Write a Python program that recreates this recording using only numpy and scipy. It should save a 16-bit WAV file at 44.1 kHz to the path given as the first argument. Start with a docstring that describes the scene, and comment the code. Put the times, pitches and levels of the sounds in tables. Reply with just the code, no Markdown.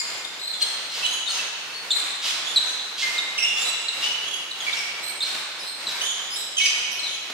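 """Rubber soles squeak as a row of players shuffles and hops on a sports hall's wooden floor.
The soles stick and slip: they chirp on stopping, squeak upwards on pushing off, squeal on braking.
They also skid with a hiss and slap down in rhythm, nearly together.
The hall smears each sound into a long tail over a steady wash of far steps and ventilation."""
import sys
import numpy as np
from scipy import signal
from scipy.fft import rfft, irfft, next_fast_len
from scipy.io import wavfile
from scipy.ndimage import map_coordinates

SR = 44100
rng = np.random.default_rng(int(sys.argv[2]) if len(sys.argv) > 2 else 0)


def transcribe(signal):
    """Save signal, clipped to [-1, 1], as a 16-bit WAV file at the path in sys.argv[1]."""
    frames = np.atleast_2d(signal).T
    limited = np.clip(frames, -1, 1)
    pcm = np.round(limited * 32767).astype(np.int16)
    wavfile.write(sys.argv[1], SR, pcm)


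N = 323253


def amp(db):
    """Decibels to gain."""
    return 10 ** (np.asarray(db) / 20)


def unit(x):
    """Scale to rms 1."""
    return x / np.sqrt(np.mean(x ** 2) + 1e-20)


def along(points, hz):
    """Interpolate (freq_hz, value) points on a log axis."""
    freqs_hz, values = np.transpose(points)
    return np.interp(np.log(hz + 1), np.log(freqs_hz), values)


def wobble(t, rate_hz):
    """Smooth random curve, rate_hz knots a second."""
    return map_coordinates(rng.standard_normal(256), [t * rate_hz], mode="mirror")


def add(out, start_s, x):
    """Mix x into out from start_s."""
    i = max(round(start_s * SR), 0)
    out[..., i:i + x.shape[-1]] += x[..., :max(N - i, 0)]


def noise(spectrum, size):
    """Coloured noise, rms 1."""
    gain = amp(along(spectrum, np.fft.rfftfreq(size, 1 / SR)))
    return unit(irfft(rfft(rng.standard_normal(size)) * gain, size))


# Left-right likeness of diffuse sound: freq_hz, correlation
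COHERENCE = [(30, 0.14), (120, 0.96), (300, 0.94), (700, 0.74), (1400, 0.37), (3000, 0), (10000, 0.13)]


def diffuse(pair):
    """Two noises as a diffuse field: alike in the bass, unrelated in the treble."""
    n = pair.shape[1]
    correlation = along(COHERENCE, np.fft.rfftfreq(n, 1 / SR))
    angle = np.arccos(np.clip(correlation, -1, 1)) / 2
    mid, side = irfft(rfft(pair) * [np.cos(angle), np.sin(angle)], n)
    return np.array([mid + side, mid - side])


# Hall reverberation time: freq_hz, t60_s
HALL_DECAY = [(150, 0.49), (1000, 2.52), (2500, 2.66), (4000, 1.86), (8000, 1.36), (14000, 0.12)]


def hall_tail(early_db=3, early_s=0.06, onset_s=0.0018, size=65536):
    """Hall response from one spot: strong early reflections, then a tail whose treble dies first."""
    hz, frame_s, bands = signal.stft(rng.standard_normal((2, size)), SR, nperseg=256)
    decay = amp(-60 * frame_s / along(HALL_DECAY, hz)[:, None])
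    tail = diffuse(signal.istft(bands * decay, SR, nperseg=256)[1][:, :size])
    t = np.arange(size) / SR
    tail *= (1 - np.exp(-t / onset_s)) * amp(early_db * np.exp(-t / early_s))
    return unit(tail) / np.sqrt(size)


def in_hall(x, tail, direct_db, pan_db, hall_db=-2, bounce=0.3, shade_hz=7500, lean=0.22):
    """Direct path, floor bounce and hall tail; positive pan_db is left."""
    hall_gain = amp(hall_db + lean * pan_db * np.array([[.5], [-.5]]))
    out = hall_gain * signal.fftconvolve(x[None], tail, axes=1)
    shaded = signal.lfilter(*signal.butter(1, shade_hz, fs=SR), x)  # the shoe blocks some treble
    far_side_lag = round(abs(pan_db))
    bounce_lag = round(rng.uniform(.001, 0.0031) * SR)
    for channel, side in enumerate((1, -1)):
        start = far_side_lag * (side * pan_db < 0)
        direct = amp(direct_db + side * pan_db / 2) * shaded
        out[channel, start:start + len(x)] += direct
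        out[channel, start + bounce_lag:start + bounce_lag + len(x)] += bounce * direct
    return out


# Background spectrum: freq_hz, gain_db
WASH_SPECTRUM = [(20, -59), (55, -26), (100, -25), (135, -13.5), (165, -20), (195, -12.5), (240, -15),
                 (400, -8), (1000, -5), (2200, -3.5), (3900, -4.5), (5000, -8), (8200, -16.5), (12000, -23),
                 (15500, -30)]


def wash(level_db=-38, flutter_db=1.5, flutter_hz=15):
    """Far steps and ventilation blur into a restless wash."""
    pair = np.array([noise(WASH_SPECTRUM, next_fast_len(N)) for _ in range(2)])
    air = unit(diffuse(pair)[:, :N])
    return amp(level_db + flutter_db * wobble(np.arange(N) / SR, flutter_hz)) * air


def slap(spectrum, t60_s, highpass_hz=140, size=4096):
    """A sole hits the boards: a short burst with little bass."""
    burst = noise(spectrum, size) * amp(-60 * np.arange(size) / SR / t60_s)
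    return signal.lfilter(*signal.butter(2, highpass_hz, "high", fs=SR), burst)


# Sharp footfall spectrum: freq_hz, gain_db
TAP_SPECTRUM = [(200, -14), (1000, -10.5), (4500, -12), (9000, -26), (15000, -29)]
# Single footfalls: start_s, level_db
FOOT_TAPS = [(.25, -41), (5.233, -35), (5.348, -30), (5.877, -33.5), (6.335, -52), (7.3, -30.5)]


def taps(tails, t60_s=0.058):
    """A near foot cracks down flat."""
    out = np.zeros((2, N))
    for i, (start_s, level_db) in enumerate(FOOT_TAPS):
        crack = amp(level_db) * slap(TAP_SPECTRUM, t60_s)
        add(out, start_s, in_hall(crack, tails[i % len(tails)], direct_db=3, pan_db=0))
    return out


# Landing sole spectrum: freq_hz, gain_db
LANDING_SPECTRUM = [(100, -16.5), (400, -12), (650, -6), (1000, -1.5), (1800, 0.5), (4000, 0.5),
                    (9000, -12), (15000, -17.5)]
# The row coming down on the beat: start_s, level_db
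ROW_LANDINGS = [(0, -36), (.61, -31.5), (.94, -32), (1.27, -32), (1.93, -30.5), (2.24, -30), (2.57, -33.5),
                (3.03, -30), (3.54, -30.5), (3.93, -32.5), (4.55, -33), (4.72, -33.5), (5.25, -30),
                (5.87, -30.5), (6.64, -34.5), (7.28, -46)]


def landings(tails, players=9, spread_s=0.135, scatter_db=1.5, t60_s=0.064):
    """The players land in quick succession."""
    out = np.zeros((2, N))
    for i, (start_s, level_db) in enumerate(ROW_LANDINGS):
        feet = np.zeros(SR // 2)
        for player in range(players):
            late_s = spread_s * (player + rng.random()) / players
            gain = amp(level_db + scatter_db * rng.standard_normal())
            add(feet, late_s, gain * slap(LANDING_SPECTRUM, t60_s))
        add(out, start_s, in_hall(feet, tails[i % len(tails)], direct_db=-9, pan_db=0, hall_db=2.5))
    return out


# Skid hiss spectrum: freq_hz, gain_db
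SKID_SPECTRUM = [(300, -36), (1500, -21), (3000, 1.5), (5300, -1.5), (7500, -8.5), (11000, -20.5),
                 (15500, -23)]
# Unpitched slides: start_s, length_s, level_db
SOLE_SKIDS = [(.6, 0.044, -29), (.9, 0.12, -30.5), (1.3, 0.095, -28.5), (2.215, 0.11, -24),
              (2.972, 0.085, -25.5), (3.56, 0.085, -31.5), (4.01, 0.067, -28), (4.64, 0.18, -34),
              (5.23, 0.076, -33), (5.88, 0.056, -32), (6.575, 0.13, -28)]


def skids(tails, grain_db=2, grain_hz=350):
    """A sole without grip hisses in many tiny uneven slips."""
    out = np.zeros((2, N))
    for i, (start_s, length_s, level_db) in enumerate(SOLE_SKIDS):
        t = np.arange(int(length_s * SR)) / SR
        stroke = np.sqrt(np.sin(np.pi * t / length_s))
        grain = unit(amp(grain_db * wobble(t, grain_hz)))
        hiss = amp(level_db) * stroke * grain * noise(SKID_SPECTRUM, size=16384)[:len(t)]
        add(out, start_s, in_hall(hiss, tails[i % len(tails)], direct_db=-2, pan_db=-1))
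    return out


def progress(length_s):
    """Ramp from 0 to 1 over length_s."""
    return np.arange(int(length_s * SR)) / SR / length_s


def stick_slip(glide_hz, waver_pct, overtone_db, attack_frac, flutter_db, rolloff_db_per_khz,
               waver_hz=190, flutter_hz=140, chatter_hz=1300, release_frac=0.13, rasp=0.27):
    """Rubber sticks and slips thousands of times a second; pitch and grip waver as the sole rolls."""
    t = np.arange(len(glide_hz)) / SR
    unsteady = wobble(t, waver_hz) + wobble(t, chatter_hz)
    phase = 2 * np.pi * np.cumsum(glide_hz * (1 + waver_pct * unsteady / 100)) / SR
    step_db = rolloff_db_per_khz * glide_hz.mean() / 1000
    harmonics_db = [0] + [overtone_db - step_db * k for k in range(4)]
    tone = np.zeros(len(t))
    for k, level_db in enumerate(harmonics_db, 1):
        if k * glide_hz.max() < SR / 2:
            roughness = 1 + rasp * wobble(t, chatter_hz)  # uneven slips
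            tone += amp(level_db) * roughness * np.sin(k * phase)
    elapsed = t / t[-1]
    ramp = np.minimum(elapsed / attack_frac, (1 - elapsed) / release_frac)
    contact = np.sin(np.pi / 2 * np.clip(ramp, 0, 1))
    grip = contact * unit(amp(flutter_db * wobble(t, flutter_hz)))
    return np.sqrt(2) * grip * tone


# Push-offs: start_s, length_s, top_hz, level_db, overtone_db, pan_db
PUSH_OFFS = [(.385, 0.14, 4115, -30.5, -13, 4), (1, .072, 3260, -32, -6, -9),
             (1.07, 0.085, 3350, -36, 1.5, -1), (2.445, 0.084, 3610, -29.5, -9, -5.5),
             (3.57, 0.071, 3670, -29.5, -1.5, -2), (4.23, 0.16, 3330, -37.5, -5.5, -16),
             (5.02, 0.0903, 4210, -34.5, 1, -7), (5.205, .018, 4050, -22.5, -14, -1),
             (5.62, .11, 4180, -33.5, -7.5, 1.5), (6.008, 0.057, 3193, -27.5, -5, -5),
             (6.3, 0.081, 5260, -32.5, -6, 5.5), (6.355, .06, 4066, -32, -1, -5)]


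def pushes(tails, climb_frac=.1, climb_s=.025, waver_pct=1.81):
    """As weight comes onto the sole, its squeak swells, stutters and climbs."""
    out = np.zeros((2, N))
    for i, (start_s, length_s, top_hz, level_db, overtone_db, pan_db) in enumerate(PUSH_OFFS):
        t = progress(length_s) * length_s
        glide_hz = top_hz * (1 - climb_frac * np.exp(-t / climb_s))
        squeak = amp(level_db) * stick_slip(glide_hz, waver_pct, overtone_db,
                                            attack_frac=0.16, flutter_db=5, rolloff_db_per_khz=2)
        add(out, start_s, in_hall(squeak, tails[i % len(tails)], direct_db=-3, pan_db=pan_db))
    return out


# Braking slides: start_s, length_s, pitch_hz, waver_pct, level_db, overtone_db, pan_db
BRAKE_SQUEALS = [(0, 0.0091, 2348, 1.9, -36, 13.5, 7.5), (0, 0.02, 3530, 1.73, -38, 9, 6),
                 (.002, 0.023, 2140, 0.47, -35, 2, -4), (.6, .05, 3193, 2.03, -31, -10, -2),
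                 (1.025, 0.019, 2644, 1.53, -30.5, -9, 1), (1.03, .031, 2917, 1.24, -24.5, -18, -4.5),
                 (1.035, 0.047, 3994, 1.35, -29, -10.5, 1), (1.3, 0.094, 3083, 2.7, -45, 10, 11.5),
                 (1.39, 0.017, 2640, 0.41, -29.5, -20, -2.5), (1.735, 0.056, 4383, .6, -35.5, -13.5, 8.5),
                 (1.955, 0.02, 4040, .6, -27, -3, 14), (2.66, 0.053, 3140, 0.87, -45.5, 11, 5),
                 (3.02, 0.059, 2100, 0.34, -25, -11, -4), (3.378, 0.034, 2695, 3.38, -23, -4, -4.5),
                 (3.443, 0.039, 2720, 2.3, -21, -12, 3.5), (3.44, 0.059, 3485, 1, -32.5, -6.5, 8),
                 (3.645, 0.055, 3950, .8, -28.5, -4, -8), (4.025, 0.022, 2733, 2.7, -25.5, -19, 1.5),
                 (4.035, 0.072, 2944, 1.13, -25, -13, 4.5), (4.665, 0.035, 2263, 1.7, -24.5, -13, -5),
                 (4.768, 0.028, 2676, 2.14, -34.5, 3.5, 7), (6.048, 0.085, 3423, 1.86, -30, -3, -8.5),
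                 (6.568, 0.0528, 2930, 3.3, -22.5, -5.5, -5), (6.583, 0.023, 2530, 2.14, -24.5, -13, -12.5),
                 (6.6, .085, 2240, 0.71, -28, -19, -1), (6.63, 0.0328, 2928, 2.7, -24, 0, -1),
                 (7.075, 0.086, 3246, 1.95, -35.5, -3.5, -4)]


def squeals(tails, sag=.008, settle_power=1.58):
    """A braking sole squeals: steady grip holds the note, unsteady grip starts sharp and sags."""
    out = np.zeros((2, N))
    for i, row in enumerate(BRAKE_SQUEALS):
        start_s, length_s, pitch_hz, waver_pct, level_db, overtone_db, pan_db = row
        glide_hz = pitch_hz * (1 + sag * waver_pct ** 2 * (1 - progress(length_s)) ** settle_power)
        squeal = amp(level_db) * stick_slip(glide_hz, waver_pct, overtone_db,
                                            attack_frac=0.079, flutter_db=3, rolloff_db_per_khz=3.5)
        add(out, start_s, in_hall(squeal, tails[i % len(tails)], direct_db=-2, pan_db=pan_db))
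    return out


# Dead stops: start_s, length_s, end_hz, level_db, overtone_db, direct_db, pan_db
STOP_CHIRPS = [(.243, 0.011, 3540, -28.5, -9, -2, 8), (.25, 0.0074, 9200, -45, -20, 6, 3),
               (.432, 0.0071, 7550, -41, -20, 5.5, -1), (.535, 0.01, 3483, -23, -13, -6, 6.5),
               (.614, 0.026, 4120, -22, -8.5, 2, 7), (1.261, 0.025, 3720, -28.5, -19, 2, 10.5),
               (1.281, 0.032, 4250, -28.5, -10.5, 3.5, 0), (1.905, 0.013, 3435, -17.5, -8, -3, .5),
               (1.914, 0.021, 3964, -20.5, -14, 2, .5), (2.559, .026, 3888, -16.5, -15.5, 2, 0.5),
               (3.179, 0.015, 3624, -22.5, -14.5, 0.5, 1), (3.423, 0.019, 2674, -24, -1, -0.5, -7),
               (3.883, .011, 3896, -21.5, -14, 0.5, -1.5), (4.51, 0.008, 3900, -25.5, -14, -0.5, 1.5),
               (4.603, .016, 3190, -25, -10, -2.5, 1), (4.728, .015, 3520, -35.5, -18, 9, -7),
               (5.222, 0.021, 4047, -24, -13, 2, .5), (5.592, 0.016, 4940, -32.5, -8.5, -14, -9),
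               (5.866, 0.031, 3910, -29, -15, 5, 0.5), (6.617, 0.013, 3770, -26, -20, 0.5, -1.5),
               (6.655, 0.02, 2426, -24.5, 1, 0, -3.5), (6.915, 0.009, 5450, -28.5, -5, -6, -9.5),
               (6.99, 0.019, 4070, -30.5, -8.5, -1, 6.5), (7.028, 0.046, 3997, -28, -23, -3, 12),
               (7.06, 0.043, 3606, -33, -16, 0, 2)]


def chirps(tails, drop_s=.0016, settle_power=2.31, waver_pct=1.0):
    """A sole stops dead and chirps; the shorter the stop, the further the pitch drops."""
    out = np.zeros((2, N))
    for i, row in enumerate(STOP_CHIRPS):
        start_s, length_s, end_hz, level_db, overtone_db, direct_db, pan_db = row
        glide_hz = end_hz * (1 + drop_s / length_s * (1 - progress(length_s)) ** settle_power)
        chirp = amp(level_db) * stick_slip(glide_hz, waver_pct, overtone_db,
                                           attack_frac=0.16, flutter_db=3.5, rolloff_db_per_khz=4)
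        add(out, start_s, in_hall(chirp, tails[i % len(tails)], direct_db, pan_db))
    return out


def scene():
    """Footwork at seven spots in the hall, over the wash."""
    tails = [hall_tail() for _ in range(7)]
    squeaks = chirps(tails) + pushes(tails) + squeals(tails)
    return squeaks + skids(tails) + landings(tails) + taps(tails) + wash()


def record(dry, balance_db=-0.76, cutoff_hz=15750):
    """Brick-wall low-pass; balance slightly right."""
    size = next_fast_len(N + SR // 2)
    passband = np.fft.rfftfreq(size, 1 / SR) < cutoff_hz
    balance = amp([[balance_db / 2], [-balance_db / 2]])
    return balance * irfft(rfft(dry, size) * passband, size)[:, :N]


dry = scene()
out = record(dry)
transcribe(out)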